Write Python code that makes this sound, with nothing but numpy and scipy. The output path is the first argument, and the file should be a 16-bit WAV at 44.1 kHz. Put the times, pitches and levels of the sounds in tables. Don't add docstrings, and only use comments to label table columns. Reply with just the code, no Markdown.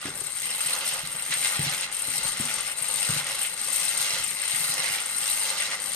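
import sys
import numpy as np
from scipy import signal
from scipy.fft import rfft, irfft, next_fast_len
from scipy.io import wavfile
from scipy.ndimage import uniform_filter1d

SR = 44100
rng = np.random.default_rng(int(sys.argv[2]) if len(sys.argv) > 2 else 0)


def volts_from_db(level):
    exponent = np.asarray(level, float) / 20
    return 10 ** exponent


def transcribe(u):
    v = np.clip(np.atleast_2d(u).T, -1, 1)
    q = np.round(v * 32767).astype(np.int16)
    wavfile.write(sys.argv[1], SR, q)


N = 262395
SIZE = next_fast_len(N + SR)
HZ = np.fft.rfftfreq(SIZE, 1 / SR)

# pitch_hz, left_right_db
TILT = [(60, -0.5), (120, 7), (240, -7), (480, 0), (950, -1.5), (1890, -3), (3770, -1), (7520, 10),
        (15000, -1)]
# time_s, left_right_db
SWAY = [(0.0, 3.0), (0.25, 7.5), (0.56, 2.0), (2.87, 7.0), (3.33, 4.0), (3.66, 7.5), (4.16, 3.0),
        (4.26, 7.5), (4.84, 1.5), (5.09, 5.0), (5.55, 2.5), (5.95, 7.5)]
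SPLITS_HZ = 1800, 2300, 3700, 7300


def engine():
    load_db = loads()
    sway_s, sway_db = np.transpose(SWAY)
    rattle = gears()
    response = metal() * volts_from_db(np.outer([.5, -.5], read(TILT, HZ)))
    over = [1] + [1 / (1 + (hz / (HZ + 1)) ** 24) for hz in SPLITS_HZ] + [0]
    out = knocks(response * near_pins(-15))
    for k, db in enumerate(load_db):
        band = irfft(rattle * response * (over[k] - over[k + 1]), SIZE)[:, :N]
        flutter_db = 1.2 * slow(size=1200)
        out += volts_from_db(db + flutter_db) * steadied(band, size=1800)
    pan_db = np.interp(np.arange(N) / SR, sway_s, sway_db - sway_db.mean())
    return out * volts_from_db(np.outer([.4, -.4], pan_db))


# time_s, teeth_per_s
TEETH = [
    (0, 79.5),
    (.5, 87),
    (1, 89),
    (1.5, 91),
    (2.2, 97.9),
    (3, 104.5),
    (4, 101),
    (5, 103.2),
    (5.95, 102),
]


def gears(count=6, spread_db=1.6, jitter=.1, bounce_s=0.002, rise_s=0.0013, bounces_per_s=8000,
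          steam_db=-5.5, lumps_db=3.5, drift_db=5):
    speed = np.interp(np.arange(N) / SR, *np.transpose(TEETH)) * (1 + jitter * slow(size=200))
    tooth = np.diff(np.floor(np.cumsum(speed) / SR), prepend=0) > 0
    force = tooth * volts_from_db(spread_db * np.clip(rng.standard_normal(N), -2, 2))
    point = rng.integers(0, count, N)
    near = near_pins(-3)
    out = 0
    for k in range(count):
        loose = signal.lfilter([1], [1, -np.exp(-1 / (bounce_s * SR))], force * (point == k))
        loose = signal.lfilter([1], [1, -np.exp(-1 / (rise_s * SR))], loose)
        grit = np.clip(rng.standard_normal(N), -2, 2)
        bounces = loose * grit * (rng.random(N) < bounces_per_s / SR)
        lumps = rng.standard_normal(size=60)
        seep = volts_from_db(steam_db) * rng.standard_normal(N) * np.std(bounces)
        turn_db = drift_db * np.clip(slow(size=2500), -2, 1)
        pressed = rfft(bounces * volts_from_db(.28 * turn_db), SIZE) * near + rfft(seep * volts_from_db(turn_db), SIZE)
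        lump = np.interp(HZ, np.linspace(0, SR / 2, len(lumps)), lumps)
        own = volts_from_db(lumps_db * lump * (HZ < SPLITS_HZ[-1]))
        out = out + pressed * own * path(-.4, 1.2 + 7 * k / (count - 1))
    return out


# start_s, peak_db
KNOCKS = [(0.0174, -30), (0.0553, -27), (0.0912, -30), (0.1535, -23), (0.2024, -22), (0.2389, -24),
          (0.2648, -22), (0.3012, -29), (0.3202, -26), (0.3556, -27), (0.3686, -23), (0.402, -24),
          (0.4549, -19), (0.5057, -19), (0.61, -18), (0.6644, -18), (0.7053, -20), (0.7327, -17),
          (0.7871, -23), (0.8006, -23), (0.856, -21), (0.8774, -18), (0.9388, -21), (0.9916, -23),
          (1.0705, -26), (1.1243, -25), (1.1672, -23), (1.2221, -21), (1.2635, -25), (1.3069, -20),
          (1.3379, -21), (1.4112, -22), (1.4441, -19), (1.4691, -19), (1.5628, -20), (1.6272, -21),
          (1.695, -22), (1.7449, -23), (1.7779, -22), (1.8083, -21), (1.924, -23), (1.944, -22),
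          (1.9659, -21), (1.9939, -20),
          (2.0178, -20), (2.0692, -22), (2.0996, -21), (2.2323, -21), (2.2792, -18), (2.3286, -24),
              (2.3705, -25), (2.3945, -23), (2.4059, -21), (2.4538, -19), (2.5391, -20), (2.5581, -22),
              (2.5875, -23), (2.6055, -22), (2.6609, -24), (2.6758, -22), (2.7132, -24), (2.7716, -24),
              (2.7836, -21), (2.822, -18), (2.8849, -21), (2.9093, -20), (2.9392, -18), (2.9692, -19),
              (2.9986, -18), (3.0485, -20), (3.0869, -20), (3.1223, -20), (3.1917, -22), (3.244, -25),
              (3.2655, -22), (3.3154, -23), (3.3513, -25), (3.3877, -21), (3.4156, -19), (3.4695, -22),
              (3.5374, -27), (3.5748, -26), (3.5937, -24), (3.6132, -21), (3.6436, -20), (3.701, -21),
              (3.7274, -18), (3.7594, -18), (3.7963, -17), (3.8891, -18), (3.9734, -16),
          (4.0128, -20), (4.0248, -19), (4.0926, -21), (4.133, -22), (4.1829, -20), (4.2393, -19),
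               (4.2767, -22), (4.3061, -20), (4.3595, -25), (4.4154, -22), (4.4523, -20), (4.4777, -18),
               (4.5581, -17), (4.6948, -19), (4.7377, -18), (4.793, -20), (4.8394, -24), (4.8579, -21),
               (4.8878, -24), (4.9252, -20), (4.9582, -24), (5.0001, -22), (5.0195, -23), (5.0579, -19),
               (5.0933, -23), (5.1153, -23), (5.1637, -20), (5.1816, -18), (5.2131, -19), (5.3114, -18),
               (5.3308, -18), (5.3687, -19), (5.3947, -17), (5.4306, -20), (5.5024, -22), (5.5797, -23),
               (5.6017, -20), (5.6206, -21), (5.7129, -27), (5.7349, -26), (5.7479, -26), (5.7992, -24),
               (5.8187, -23), (5.8576, -22), (5.893, -24), (5.9314, -23)]


def knocks(response, gain_db=1.5, rise_s=.0008, fall_s=.004):
    out = np.zeros(N)
    t = np.arange(SR // 50) / SR
    rows = KNOCKS
    envelope = np.exp(-t / fall_s) * (1 - np.exp(-t / rise_s))
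    burst = rng.standard_normal((len(rows), len(t))) * envelope
    rung = signal.fftconvolve(burst, irfft(response.mean(0), SIZE)[None, :len(t)], axes=1)
    for (s, db), sound, top in zip(rows, burst, abs(rung).max(1)):
        add(out, s, volts_from_db(db + gain_db) * sound / top)
    return irfft(rfft(out, SIZE) * response * path(-6, 4), SIZE)[:, :N]


# pitch_hz, density_db_per_hz
COLOUR = [(250, -39), (450, -21.5), (1000, -10), (1600, -9), (2250, -11), (2600, -5.5), (4500, -3.5),
          (6000, -9), (8000, -5.5), (9200, 0), (10200, -6), (11400, -5.5), (12250, -10.5), (13500, -12),
          (14200, -25), (16000, -24)]
# pitch_hz, width_hz, level_db (over the colour scale)
PARTS = [(545, 55, -8.5), (802, 27, -8), (869, 29, -11), (1010, 30, -19), (1200, 40, -6), (1370, 55, -9.5),
         (1933, 46, -4.5), (2040, 130, -3.5), (2091, 38, -1), (3183, 16, 0), (3970, 200, -11),
         (4750, 270, -8), (2850, 140, -5), (3166, 90, -3), (8560, 86, 5), (8590, 110, 8.5), (8750, 120, 5),
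         (8900, 200, -6), (12690, 80, 5.5), (14700, 340, -10)]


def metal():
    peaks = sum(volts_from_db(2 * db) / (1 + (2 * (HZ - hz) / width) ** 2) ** 1.29 for hz, width, db in PARTS)
    log_gain = .5 * np.log(volts_from_db(2 * read(COLOUR, HZ)) + peaks)
    mirrored = np.r_[log_gain, log_gain[1:SIZE - len(HZ) + 1][::-1]]
    return np.exp(np.conj(signal.hilbert(mirrored)))[:len(HZ)]


def near_pins(away_db, pins_hz=8700, width_hz=1800):
    return volts_from_db(away_db) + (1 - volts_from_db(away_db)) / (1 + (2 * (HZ - pins_hz) / width_hz) ** 2)


# start_s, effort_db (at mid-turn)
TURNS = [
    (-0.178, -6.7),
    (0.123, -1.5),
    (1.091, 0.9),
    (1.913, 0.1),
    (2.717, 0.8),
    (3.508, 1.5),
    (4.294, 2.2),
    (5.026, 1.4),
    (5.802, 1.4),
    (6.64, 1.4),
]
# mean_db, once_per_turn_db, once_peak_turns, twice_per_turn_db, twice_peak_turns
SWING = [(-44.26, 2.36, 0.66, 0.84, 0.27), (-44.6, 1.98, 0.6, 1.24, 0.33), (-37.99, 2.69, 0.59, 1.63, 0.32),
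         (-35.2, 2.72, 0.43, 0.98, 0.36)]
# peak_s, length_s, body_db, pins_db
BINDS = [(0.068, 0.121, 4.5, -1.5), (0.197, 0.086, 1.0, 5.0), (0.322, 0.049, -2.0, -3.0),
         (0.67, 0.141, 1.5, 5.0), (0.899, 0.056, 0.0, 6.5), (1.022, 0.062, -1.0, -2.5),
         (1.28, 0.048, -2.0, -3.0), (1.443, 0.197, 1.5, -0.5), (1.887, 0.041, -0.5, -10.0),
         (1.971, 0.122, -0.5, 2.5), (2.215, 0.036, -0.5, -5.0), (2.276, 0.024, 1.5, 2.5),
         (2.36, 0.053, -1.0, -5.5), (2.745, 0.042, -5.0, -2.0), (2.746, 0.022, 2.0, -7.5),
         (2.827, 0.183, 1.0, 2.5), (3.238, 0.041, -2.5, -4.5), (3.357, 0.057, -2.0, -3.5),
         (3.423, 0.049, 0.0, 4.0), (3.556, 0.038, -3.0, -4.0), (3.649, 0.037, -0.5, 3.0),
         (4.017, 0.06, -0.5, 3.0), (4.279, 0.06, -2.0, 2.0), (4.717, 0.04, -3.5, 0.0),
         (4.933, 0.026, 1.0, 4.5), (5.554, 0.036, -2.0, -5.5), (5.684, 0.033, -1.0, -4.5),
         (5.725, 0.032, 3.5, -2.5), (5.782, 0.03, -1.5, -8.5), (5.843, 0.055, 0.5, 2.5)]
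# peak_s, length_s, body_db, shell_db
STRAINS = [(-0.006, 0.239, -0.5, -5.0), (0.67, 0.044, -2.0, 2.0), (0.749, 0.046, 2.5, -0.5),
           (0.789, 0.025, -1.0, -2.5), (0.892, 0.231, 1.5, -2.5), (1.16, 0.033, 3.0, -2.0),
           (1.209, 0.024, -1.5, -0.5), (1.326, 0.033, 2.5, 6.0), (1.4, 0.023, -1.0, -0.5),
           (1.459, 0.042, 1.0, 4.5), (1.607, 0.079, -1.5, -0.5), (1.682, 0.041, 1.5, 1.5),
           (1.775, 0.033, -2.0, -2.5), (1.834, 0.024, 2.0, 2.5), (2.255, 0.099, 1.5, -1.5),
           (2.46, 0.035, -0.5, -2.5), (2.92, 0.046, 0.0, -4.0), (3.105, 0.07, 2.5, -1.5),
           (3.372, 0.062, 1.5, -2.0), (3.457, 0.041, -1.5, 4.0), (3.493, 0.034, -1.5, -3.5),
           (4.087, 0.125, -0.5, 2.5), (4.374, 0.242, -1.0, 2.0), (4.572, 0.034, -2.0, -1.0),
           (4.801, 0.107, -1.5, 2.5), (4.953, 0.071, 0.0, 2.5), (5.255, 0.047, 2.5, -1.0),
           (5.349, 0.065, -1.5, -1.0), (5.451, 0.059, 0.0, 2.0), (5.612, 0.071, -0.5, 2.5)]
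BIND_SHARES = [(1, 0), (1.1, -.16), (.59, .34), (0, 1)]
STRAIN_SHARES = [(1, 0), (0, 1), (.81, .6), (0, 0)]
# time_s, upper_over_lower_db
LEAN = [(0.0, -1.3), (0.23, 3.2), (0.53, -1.4), (0.82, -2.3), (1.36, 0.4), (1.83, -1.9), (2.28, 1.6),
        (2.63, -1.3), (3.19, -0.4), (3.47, -3.5), (3.66, 0.3), (4.01, 1.4), (4.26, -0.5), (4.9, 2.7),
        (5.02, -0.1), (5.37, 2.2), (5.74, -0.3), (5.94, 3.1)]


def loads():
    binds, strains = np.array(BINDS), np.array(STRAINS)
    start_s, effort_db = np.transpose(TURNS)
    t, bind = bumps(binds[:, :2])
    _, strain = bumps(strains[:, :2])
    count = np.arange(len(start_s))
    turn = np.interp(t, start_s, count)
    mean_db, once_db, once_at, twice_db, twice_at = np.transpose(SWING)[:, :, None]
    db = mean_db + np.interp(turn, count + .5, effort_db)
    db = db + once_db * np.cos(2 * np.pi * (turn - once_at))
    db = db + twice_db * np.cos(2 * np.pi * 2 * (turn - twice_at))
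    db = db + BIND_SHARES @ binds[:, 2:].T @ bind
    db = db + STRAIN_SHARES @ strains[:, 2:].T @ strain
    lean_db = np.interp(t, *np.transpose(LEAN)) / 2
    body, shell, frame, pins = db
    parts = body, shell, frame - 4.7 - lean_db, frame - 2.9 + lean_db, pins
    return [np.interp(np.arange(N) / SR, t, part) for part in parts]


# start_s, peak_db, pitch_hz
CLACKS = [(0.0303, -30, 2980), (0.0568, -24, 1910), (0.1461, -34, 2190), (0.3636, -28, 1910),
          (0.5117, -24, 2010), (0.6045, -25, 2090), (0.6858, -23, 3130), (0.8131, -21, 3130),
          (0.8694, -23, 2470), (0.8929, -21, 3180), (0.9822, -25, 2070), (1.052, -24, 3070),
          (1.278, -28, 2040), (1.3219, -15, 2030), (1.4257, -19, 2060), (1.4561, -16, 2060),
          (1.5554, -22, 2040), (1.6511, -22, 2070), (1.7888, -27, 2020), (1.8317, -22, 3010),
          (1.8961, -30, 2090), (2.362, -24, 2040), (2.3835, -27, 2000), (2.4134, -26, 2010),
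          (2.4877, -22, 2050), (2.5391, -24, 4120), (2.6828, -26, 2100), (2.7856, -29, 1920),
          (2.8439, -24, 1910), (2.9517, -26, 2440), (2.9816, -22, 3170), (3.1847, -24, 2040),
          (3.2645, -24, 2080), (3.3857, -25, 2720), (3.4466, -20, 2100), (3.5758, -29, 2720),
          (3.9958, -21, 2090), (4.1435, -18, 3890), (4.2238, -25, 2090), (4.3116, -26, 2090),
          (4.4303, -24, 2090), (4.8409, -20, 2100), (4.9462, -20, 2060), (4.9831, -22, 2860),
          (5.2041, -26, 2090), (5.4864, -21, 3990), (5.5997, -19, 2090), (5.7139, -21, 2060),
          (5.7902, -28, 1970)]


def clacks(gain_db=-2.5, fall_s=0.005, below=.75, above=1.7):
    out = np.zeros(N)
    t = np.arange(SR // 30) / SR
    for (s, db, hz), grit in zip(CLACKS, rng.standard_normal((len(CLACKS), len(t)))):
        band = signal.butter(2, [below * hz, above * hz], "band", fs=SR)
        sound = signal.lfilter(*band, grit) * np.exp(-t / fall_s)
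        add(out, s, volts_from_db(db + gain_db) * sound / abs(sound).max())
    return irfft(rfft(out, SIZE) * path(-4, 4.5), SIZE)[:, :N]


# start_s, peak_db, pitch_hz, t60_s, ring_db (table over blow)
THUMPS = [(0.054, -28, 283, 0.093, -11), (0.084, -32, 400, 0.055, -16), (0.215, -35.5, 380, 0.045, -13),
          (.657, -46, 153, .07, -4), (.927, -46, 159, .07, -4), (1.034, -39, 160, 0.085, -3),
          (1.3, -45, 155, .07, -4), (1.362, -46, 159, .07, -4), (1.445, -47, 164, .07, -4),
          (1.141, -45, 149, 0.07, -3), (1.5925, -23.5, 143, 0.14, -8), (1.665, -28, 146, 0.15, -7),
          (2.08, -39, 277, 0.078, -5.5), (2.249, -37.5, 122.7, 0.054, -5), (2.399, -25, 235, 0.08, -9),
          (3.0925, -25.5, 139, 0.16, -9), (3.163, -31, 151, 0.12, -7), (2.577, -47, 161, .07, -4),
          (2.813, -43, 137, .07, -4), (2.961, -45, 210, .07, -5), (4.0, -46, 180, .07, -5),
          (4.133, -43, 167, .07, -4), (4.199, -42, 110.1, 0.07, -6), (4.536, -41.5, 159, 0.097, -5),
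          (4.603, -40.5, 158, 0.077, -4.5), (4.693, -41, 156, 0.06, -3), (4.789, -44, 151, .07, -4),
          (4.9, -43, 150, .07, -4), (5.689, -47, 159, .07, -4)]
# pitch_hz, level_db, t60_s
TABLE_MODES = [(141.6, -2.5, 0.46), (157, -5.5, 0.31), (241, -2.5, .11), (291.4, -2, 0.1), (480, -6, 0.05)]


def table(push_db=3, push_s=.0005, tick_db=-5, tick_s=0.004, ring_rise_s=.003, rise_s=0.00052):
    out = np.zeros(N)
    t = np.arange(SR // 2) / SR
    modes = sum(volts_from_db(d - 60 * t / decay) * np.sin(2 * np.pi * f * t) for f, d, decay in TABLE_MODES)
    modes = modes * (1 - np.exp(-t / ring_rise_s))
    push = volts_from_db(push_db) * t / push_s * np.exp(1 - t / push_s)
    for (s, db, hz, t60, ring_db), grit in zip(THUMPS, rng.standard_normal((len(THUMPS), SR // 2))):
        band = signal.butter(2, [0.32 * hz, 1.88 * hz], "band", fs=SR)
        rough = evened(signal.lfilter(*band, grit))
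        tone = volts_from_db(-60 * t / t60) * (np.sin(2 * np.pi * hz * t) + 0.35 * rough)
        tick = volts_from_db(tick_db) * grit * np.exp(-t / tick_s)
        thump = tone + push + tick + volts_from_db(ring_db) * modes
        add(out, s, -volts_from_db(db - 3) * thump * (1 - np.exp(-t / rise_s)))
    out = signal.lfilter(*signal.butter(2, 95, "high", fs=SR), out)
    return irfft(rfft(out, SIZE) * path(-12, .3), SIZE)[:, :N]


# pitch_hz, density_db_per_hz
FLOOR = [(12, -35), (20, 3), (65, -7.5), (173, 4), (358, -6), (483, -3.5), (544, -12), (621, -10.5),
         (700, -12), (910, -18), (1540, -120)]
# peak_s, over_grip_db, length_s
JOLTS = [(.08, 3, .06), (.21, 2.5, .06), (1.0, 7, .08), (1.61, 15, .12), (2.09, 9, .07), (2.25, 14, .08),
         (2.6, 10, .08), (3.1, 15, .09), (3.38, 5, .05), (3.76, 4, .08), (4.16, 8, .14), (4.44, 4, .1),
         (4.6, -6, .12), (4.9, 6, .1), (5.35, 5, .15), (5.58, 5, .06)]


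def rumble(floor_db=-59, grip_db=-68.5, tremor_db=2):
    noise = rfft(rng.standard_normal((3, N)), SIZE)
    both = (noise[0] + noise[1:] * (0.14 + 28 / (HZ + 15))) * volts_from_db(read(FLOOR, HZ))
    deep = 1 / (1 + (HZ / 95) ** 8)
    shake = steadied(irfft(both * deep, SIZE)[:, :N], size=6000)
    room = evened(irfft(both * (1 - deep), SIZE)[:, :N])
    jolts = np.array(JOLTS)
    t, jolt = bumps(jolts[:, ::2])
    shake_db = grip_db + np.interp(np.arange(N) / SR, t, jolts[:, 1] @ jolt) + tremor_db * slow(size=2000)
    room_db = floor_db + 1.5 + 2.45 * slow(size=2500)
    return volts_from_db(shake_db) * shake + volts_from_db(room_db) * room


# pitch_hz, likeness [0-1]
SAME = [(60, 0.55), (130, 0.99), (290, 0.81), (640, 1), (1410, 0.7), (3100, 0.04), (6820, 0.1),
        (15000, 0.3)]
# pitch_hz, t60_s
ROOM = [(200, 0.39), (1000, 0.19), (4000, 0.16), (12000, 0.06)]


def path(wet_db, lag):
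    taps = rng.choice([-1., 1.], (2, SR // 2)) * (rng.random((2, SR // 2)) < .06)
    taps[:, :40] = 0
    hz, t, z = signal.stft(taps, SR, nperseg=128)
    tail = signal.istft(z * volts_from_db(-60 * t / read(ROOM, hz)[:, None]), SR, nperseg=128)[1]
    left, other = rfft(tail / np.linalg.norm(tail[0]), SIZE) * volts_from_db(wet_db)
    same = np.clip(read(SAME, HZ), 0, 1)
    right = same * left + np.sqrt(1 - same ** 2) * other
    delay = np.exp(-2j * np.pi * HZ * lag / SR / np.sqrt(1 + (HZ / 2300) ** 2))
    return np.array([1 + left, (1 + right) * delay])


def evened(x):
    return x / np.sqrt(np.mean(x ** 2) + 1e-20)


def slow(size):
    return evened(uniform_filter1d(uniform_filter1d(rng.standard_normal(N), size), size))


def steadied(x, size):
    return x / np.sqrt(uniform_filter1d(uniform_filter1d(x.mean(0) ** 2, size), size) + 1e-20)


def bumps(rows, sudden=.25):
    s, length = np.transpose(rows)[:, :, None]
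    t = np.arange(0, N + 64, 64) / SR
    side = np.where(t < s, 1 - sudden, 1 + sudden)
    return t, np.exp(-2 * ((t - s) / (length * side)) ** 2)


def read(points, hz):
    f, value = np.transpose(points)
    return np.interp(np.log(hz + 1), np.log(f + 1), value)


def add(mix, s, sound):
    part = mix[round(s * SR):][:len(sound)]
    part += sound[:len(part)]


def scene():
    return engine() + clacks() + table() + rumble()


# pitch_hz, threshold_db
MUTE_BELOW = [(9500, -101), (10500, -75), (12000, -77), (13200, -75), (14200, -73), (14700, -76),
              (15300, -75)]


def muted(x, size=2048, count=64):
    hz, _, z = signal.stft(x, SR, nperseg=size)
    bins = size // 2 // count
    power = (abs(z[:, 1:]) ** 2).mean(0).reshape(count, bins, -1).mean(1)
    over_db = 10 * np.log10(power.repeat(bins, axis=0) + 1e-20) - read(MUTE_BELOW, hz[1:])[:, None]
    z[:, 1:] *= 1 / (1 + np.exp(-np.clip(3 * over_db, -9, 9)))
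    return signal.istft(z, SR, nperseg=size)[1][:, :N]


def low_pass(x):
    return signal.sosfilt(signal.butter(12, 15740, fs=SR, output="sos"), x)


def record(dry):
    mix = muted(dry)
    return low_pass(mix)


dry = scene()
out = record(dry)
transcribe(out)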